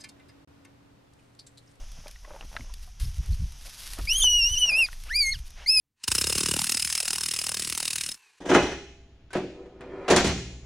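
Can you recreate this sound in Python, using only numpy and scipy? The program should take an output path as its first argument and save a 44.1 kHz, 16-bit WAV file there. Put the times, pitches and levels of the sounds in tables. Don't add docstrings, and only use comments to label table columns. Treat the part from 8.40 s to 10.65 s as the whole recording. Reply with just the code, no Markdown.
import sys
import numpy as np
from scipy import signal
from scipy.fft import rfft, irfft
from scipy.io import wavfile

SR = 44100
rng = np.random.default_rng(int(sys.argv[2]) if len(sys.argv) > 2 else 0)


def digitize_waveform(pressure):
    field = np.atleast_2d(pressure).T
    bounded = np.clip(field, -1, 1)
    quanta = np.round(bounded * 32767).astype(np.int16)
    wavfile.write(sys.argv[1], SR, quanta)


N = 99225


def amp(db):
    return 10 ** (np.asarray(db) / 20)


def at_hz(points, hz):
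    freqs, values = np.array(points, float).T
    return np.interp(np.log(np.maximum(hz, 1)), np.log(freqs), values)


def conv(a, b):
    return signal.fftconvolve(np.atleast_2d(a), np.atleast_2d(b), axes=-1)[:, :N]


def colour(x, points, size=4096):
    gain = amp(at_hz(points, np.fft.rfftfreq(size, 1 / SR)))
    cepstrum = irfft(np.log(gain))
    cepstrum[1:size // 2] *= 2
    cepstrum[size // 2 + 1:] = 0
    return conv(x, irfft(np.exp(rfft(cepstrum))))


def unit(x):
    return x / np.sqrt(np.sum(x ** 2, axis=-1, keepdims=True))


def wash(t60s, build_s, size=32768, bands=14):
    t, f = np.arange(size) / SR, np.fft.rfftfreq(size, 1 / SR)
    centres = np.geomspace(50, 12000, bands)
    noise, out = rfft(rng.standard_normal((2, size))), 0
    for hz, row in zip(centres, np.eye(bands)):
        share = at_hz(list(zip(centres, row)), f)
        envelope = np.exp(-np.log(1000) * t / at_hz(t60s, hz)) * (1 - np.exp(-t / build_s))
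        out = out + unit(irfft(noise * share) * envelope) * np.sqrt(share.mean())
    return out


def modes(table):
    t = np.arange(N) / SR
    return np.array([amp(db) * unit(np.sin(2 * np.pi * hz * t) * np.exp(-np.log(1000) * t / t60))
                     for hz, db, t60 in table])


def strike(table, at_s, db):
    return amp(db) * np.pad(modes(table).sum(axis=0), (int(at_s * SR), 0))[:N]


def grains(times, dbs, per_s, spread_db):
    clicks = (rng.random(N) < per_s / SR) * rng.choice([-1, 1], N)
    strength = amp(spread_db * np.minimum(rng.exponential(size=N), 4))
    envelope = amp(np.interp(np.arange(N) / SR, times, dbs, left=-120, right=-120))
    return unit(clicks * strength) * np.sqrt(50 * N / SR) * envelope


def shop_tone(air_db=-56.5, hum_hz=56.6, hum_db=-58.5):
    # (frequency [Hz], level [dB])
    air_eq = [(20, 16.5), (60, 7), (100, 11.5), (300, 1.5), (650, -10), (1000, -14), (3000, -15),
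              (6500, -27.5), (10000, -53)]
    air = unit(colour(rng.standard_normal((2, N)), air_eq)) * np.sqrt(N)
    hum = np.sqrt(2) * np.sin(2 * np.pi * hum_hz * np.arange(N) / SR)
    return amp(air_db) * air + amp(hum_db) * hum


def tiled_room(x):
    # (frequency [Hz], t60 [s])
    room_t60 = [(60, 0.42), (300, 0.58), (1000, 0.56), (2500, 0.71), (5000, 0.69), (7000, 1), (10000, 0.14)]
    # (frequency [Hz], gain [dB])
    room_eq = [(60, -7), (350, -12), (1000, -20.5), (2500, -6), (5500, -4.5), (10000, -9.5)]
    return conv(x, colour(wash(room_t60, build_s=0.0032), room_eq))


def housing():
    # (frequency [Hz], level [dB], t60 [s])
    housing_modes = [(560, -6, 1.0), (673, -3, 1.7), (754, -3, 1.0), (825, -1.5, 1.1), (1039, -7, .8)]
    # (time [s], level [dB])
    hits = [(0.15, -15), (1.768, -16)]
    return sum(strike(housing_modes, at_s, db) for at_s, db in hits)


def catch_ping():
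    # (frequency [Hz], level [dB], t60 [s])
    ping_modes = [(1494, -13, 0.043), (1527, 7.5, 0.091), (1750, -19, 0.046)]
    return strike(ping_modes, at_s=0.906, db=-30.5)


def carrier_thump():
    # (frequency [Hz], level [dB], t60 [s])
    thump_modes = [(123, -11.5, 0.19), (185, -13.5, 0.13), (198, 0.5, 0.23)]
    return strike(thump_modes, at_s=0.957, db=-3)


def response(rings, rise_s=0.0027, hard_s=0.0019):
    # (frequency [Hz], t60 [s])
    panel_t60 = [(60, 0.22), (200, 0.27), (500, 0.2), (1500, 0.19), (4000, 0.13), (10000, 0.1)]
    t = np.arange(N) / SR
    panels = amp(0.5) * wash(panel_t60, build_s=0.0023, size=16384)
    panels = np.pad(panels, ((0, 0), (0, N - panels.shape[1])))
    crack = amp(-4.5) * unit(rng.standard_normal((2, N)) * np.exp(-t / 0.0018))
    ringing = rng.choice([-1., 1.], (2, len(rings))) @ rings
    push = (t == 0) * amp(-4.5) * np.exp(-rise_s / hard_s)
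    return (ringing + crack + panels) * (1 - np.exp(-t / rise_s)) + push


def stand_shudder():
    # (time [s], level [dB])
    shudder = [(1.8, -17), (1.9, -10.5), (2.02, -9.5), (2.11, -17), (2.17, -17.5), (2.25, -17.5)]
    # (frequency [Hz], gain [dB])
    knock_eq = [(30, -15), (55, 10), (80, -14), (125, 0.5), (190, -16.5), (300, -12.5), (700, -27),
                (3000, -22)]
    # (frequency [Hz], level [dB], t60 [s])
    leg_modes = [(53.4, -19, 0.55), (122.6, -18, 0.43), (179, -20, .2)]
    knocks = grains(*np.array(shudder).T, per_s=130, spread_db=1)
    return conv(colour(knocks, knock_eq), response(modes(leg_modes)))


def lever_slide(rings, slips_per_s=1700):
    # (time [s], pivot groan [dB], blade scrape [dB])
    friction = [(.98, -20, -28), (1.05, -33, -35.5), (1.121, -34.5, -40), (1.19, -24.5, -34.5),
                (1.28, -34, -46.5), (1.388, -34.5, -33), (1.42, -26.5, -25.5), (1.49, -27, -25.5),
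                (1.56, -22.5, -21.5), (1.68, -28.5, -15.5), (1.72, -46, -45)]
    # (frequency [Hz], gain [dB])
    groan_eq = [(60, -11.5), (200, -1), (330, 1), (420, 8.5), (600, 1), (1000, -7), (3000, -24.5)]
    # (frequency [Hz], gain [dB])
    scrape_eq = [(200, -13), (800, -6.5), (1900, -2.5), (3500, -12.5), (8000, -15)]
    times, groan_db, scrape_db = np.array(friction).T
    groan = colour(grains(times, groan_db, slips_per_s, spread_db=2), groan_eq)
    scrape = colour(grains(times, scrape_db, slips_per_s, spread_db=2), scrape_eq)
    return conv(groan + scrape, response(rings))


def edge_snaps(skirt_db=-19):
    # (time [s], level [dB], centre [Hz], decay [s])
    snaps = [(0.147, -11, 7000, .003), (0.932, -19, 9300, .0025), (1.408, -38, 8500, .003),
             (1.703, -12, 7500, .007), (1.7628, -4, 8300, .005)]
    t, out = np.arange(N) / SR, np.zeros((2, N))
    for at_s, db, hz, decay_s in snaps:
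        start = int(at_s * SR)
        band = [(hz / 4, 3 * skirt_db), (hz / np.sqrt(2), skirt_db), (hz, 0), (hz * np.sqrt(2), skirt_db)]
        burst = rng.standard_normal((2, N)) * np.exp(-t / decay_s)
        out[:, start:] += amp(db) * unit(colour(burst, band))[:, :N - start]
    return out


def paper_crunch(rings):
    # (time [s], level [dB])
    pressure = [(0, -24.5), (.04, -23.5), (0.069, -10.5), (.11, -6), (.15, -13.5), (.19, -17.5), (.26, -18),
                (0.321, -24.5), (0.369, -42.5)]
    # (frequency [Hz], gain [dB])
    sheet_eq = [(60, -2), (150, -1), (400, 1.5), (1500, -0.5), (4000, 0.5), (9000, 5.5)]
    sheets = grains(*np.array(pressure).T, per_s=450, spread_db=4.5)
    return conv(colour(sheets, sheet_eq), response(rings))


def metallic_tone(x):
    # (centre [Hz], width [Hz], gain [dB])
    eq_bands = [(360, 40, 2), (1254, 150, 0), (1481, 110, 0.5), (2090, 60, 4), (2260, 170, -4.5),
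                (2620, 73, 4), (2760, 88, -6), (2948, 94, 3), (4210, 80, 0.5), (4700, 160, -4.5),
                (5920, 410, 5.5)]
    f = np.linspace(20, 12000, 1200)
    gain_db = sum(db * np.exp(-.5 * ((f - hz) / width) ** 2) for hz, width, db in eq_bands)
    return colour(x, list(zip(f, gain_db)))


def steel_blows(rings, from_s=0, until_s=np.inf):
    # (time [s], rise [s], thud [dB], knock [dB], body [dB], clang [dB], tick [dB])
    contacts = [(0.04, 0.015, -33, -11.5, -11.5, -23.5, -30.5), (0.071, 0.0016, -23.5, -25, -30, -43, -15),
                (0.094, 0.0011, -3, -3.5, -3, -7, -8), (0.105, 0.00065, -16, -19, -6, -10, -26),
                (0.116, 0.0003, -18, 7.5, 0, 0, -12.5), (0.135, 0.0014, -14, -5, -10.5, -7.5, 0.5),
                (0.145, 0.0003, -7, -7, -0.5, 1, -12.5), (0.1471, 0.00024, -13, -7, -2.5, 0.5, 4.5),
                (0.1496, 0.00015, -10, -5.5, -1.5, 6.5, -7.5), (0.156, 0.00034, -5, -3.5, 2.5, -9.5, -9),
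                (0.171, 0.001, -2.5, -13, -24, -14, -22), (0.200, 0.0011, 3, -18, -10, -9, -9.5),
                (0.225, 0.00081, -2.5, -12.5, -14.5, -13.5, -6),
                (0.317, 0.00065, -6, -19, -20, -13.5, -14.5),
                (0.906, 0.0011, -47, -43.5, -41.5, -31.5, -25.5),
                (0.931, 0.002, -36, -38, -20.5, -11, -10.5), (0.952, 0.00066, -17, -26, -5.5, -9.5, -15.5),
                (0.955, 0.0013, -27.5, -5.5, -12, -33, -36), (0.965, 0.00088, -15, -4.5, -11.5, -15.5, -12),
                (1.034, .003, -11, -13.5, -15.5, -54, -31), (1.258, 0.00034, -16, -26, -34, -38, -40),
                (1.408, 0.001, -15, -20, -25.5, -21.5, -28), (1.681, 0.0018, -31, -10.5, -0.5, -1.5, 0),
                (1.7013, 0.0013, 3, -7.5, 4.5, -0.5, 10.5), (1.708, 0.00083, 4, -11.5, 2.5, -4.5, 9.5),
                (1.72, 0.00078, 3.5, 5, -1, -2.5, -17), (1.731, 0.0005, -12, -11, -25, 2.5, -11),
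                (1.749, 0.00046, -3, 1, -10, -12, -8), (1.7625, 0.00017, 3.5, 4, -7, -7, 14.5),
                (1.768, 0.00049, -6, -13, -4.5, 3.5, 5), (1.801, 0.00061, 4, -40, -7, -7, -10),
                (1.845, 0.00086, 7, 2, -6.5, -7, 4.5), (1.867, 0.002, 2, 0, -13, -10, 7),
                (1.893, 0.0026, 1.5, -8.5, -12, -9.5, -6), (1.922, 0.004, -11, 2, -35, -37, -13),
                (1.975, 0.0027, -3.5, -11, -30, -21, -10.5)]
    bands_hz = [70, 190, 470, 1700, 6500]
    out = np.zeros((2, N))
    for at_s, rise_s, *band_dbs in contacts:
        if from_s <= at_s < until_s:
            start = int(at_s * SR)
            blow = response(rings, rise_s)[:, :N - start]
            out[:, start:] += colour(blow, list(zip(bands_hz, band_dbs)))[:, :N - start]
    return out


def scene(blade_free_s=0.8, machine_db=25.5):
    # (frequency [Hz], level [dB], t60 [s])
    frame_modes = [(65, -23, 3.5), (191.6, -21.5, 0.16), (272, -22.5, .3), (334.8, -21, 0.38),
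                   (370.1, -17.5, 0.16), (395.8, -35, 0.96), (469.6, -27, 0.085), (552, -34.5, 0.49),
                   (597.4, -24.5, 0.29), (684, -30, 0.24), (775.4, -24, 0.42), (971, -23.5, 0.13),
                   (1266, -24, .28), (2054, -25.5, 0.067)]
    # (frequency [Hz], level [dB], t60 [s])
    steel_modes = [(1395, -25, 0.2), (1746, -33.5, 0.33), (2436, -20.5, .22), (2552, -27.5, .28),
                   (2934, -30, .2), (4040, -27.5, 0.27), (4190, -22, 0.27), (4664, -24, 0.13),
                   (4916, -30, 0.35), (5860, -20.5, 0.27), (6730, -24, 1), (6780, -25, 0.35),
                   (9300, -20.5, 0.13)]
    # (frequency [Hz], gain [dB])
    machine_eq = [(25, -21), (60, -12.5), (130, -8.5), (220, -5), (370, -3), (650, -5), (1100, -11.5),
                  (2050, -14.5), (3300, -22), (5300, -29.5), (6900, -31.5), (9500, -44), (10300, -51.5),
                  (11500, -66)]
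    # (frequency [Hz], gain [dB])
    direct_side_eq = [(60, -30.5), (200, -38.5), (450, -20), (800, -29), (1200, -31), (2100, -41.5),
                      (2400, -6), (3200, -5.5), (5900, -7.5), (7200, -1), (9500, 9), (10700, 20.5)]
    # (frequency [Hz], gain [dB])
    tail_side_eq = [(60, -28.5), (200, -28.5), (800, -3.5), (1200, -13), (2100, -32), (2400, 0.5),
                    (3200, -0.5), (5900, -3), (7200, -5), (9500, 8.5), (10700, 27)]
    rings = modes(frame_modes + steel_modes)
    downstroke = metallic_tone(steel_blows(rings, until_s=blade_free_s) + paper_crunch(rings))
    upstroke = steel_blows(rings, from_s=blade_free_s) + lever_slide(rings) + stand_shudder()
    machine = amp(machine_db) * colour(downstroke + upstroke, machine_eq)
    machine += catch_ping() + carrier_thump() + housing()
    room = tiled_room(machine[0]) + shop_tone()
    mid = machine[0] + room[0]
    side = colour(machine[1], direct_side_eq)[0] + colour(room[1], tail_side_eq)[0]
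    return np.array([mid + side, mid - side]) + edge_snaps()


def record(dry, top_hz=11300):
    return signal.sosfilt(signal.ellip(8, .2, 70, top_hz, fs=SR, output="sos"), dry)


dry = scene()
out = record(dry)
digitize_waveform(out)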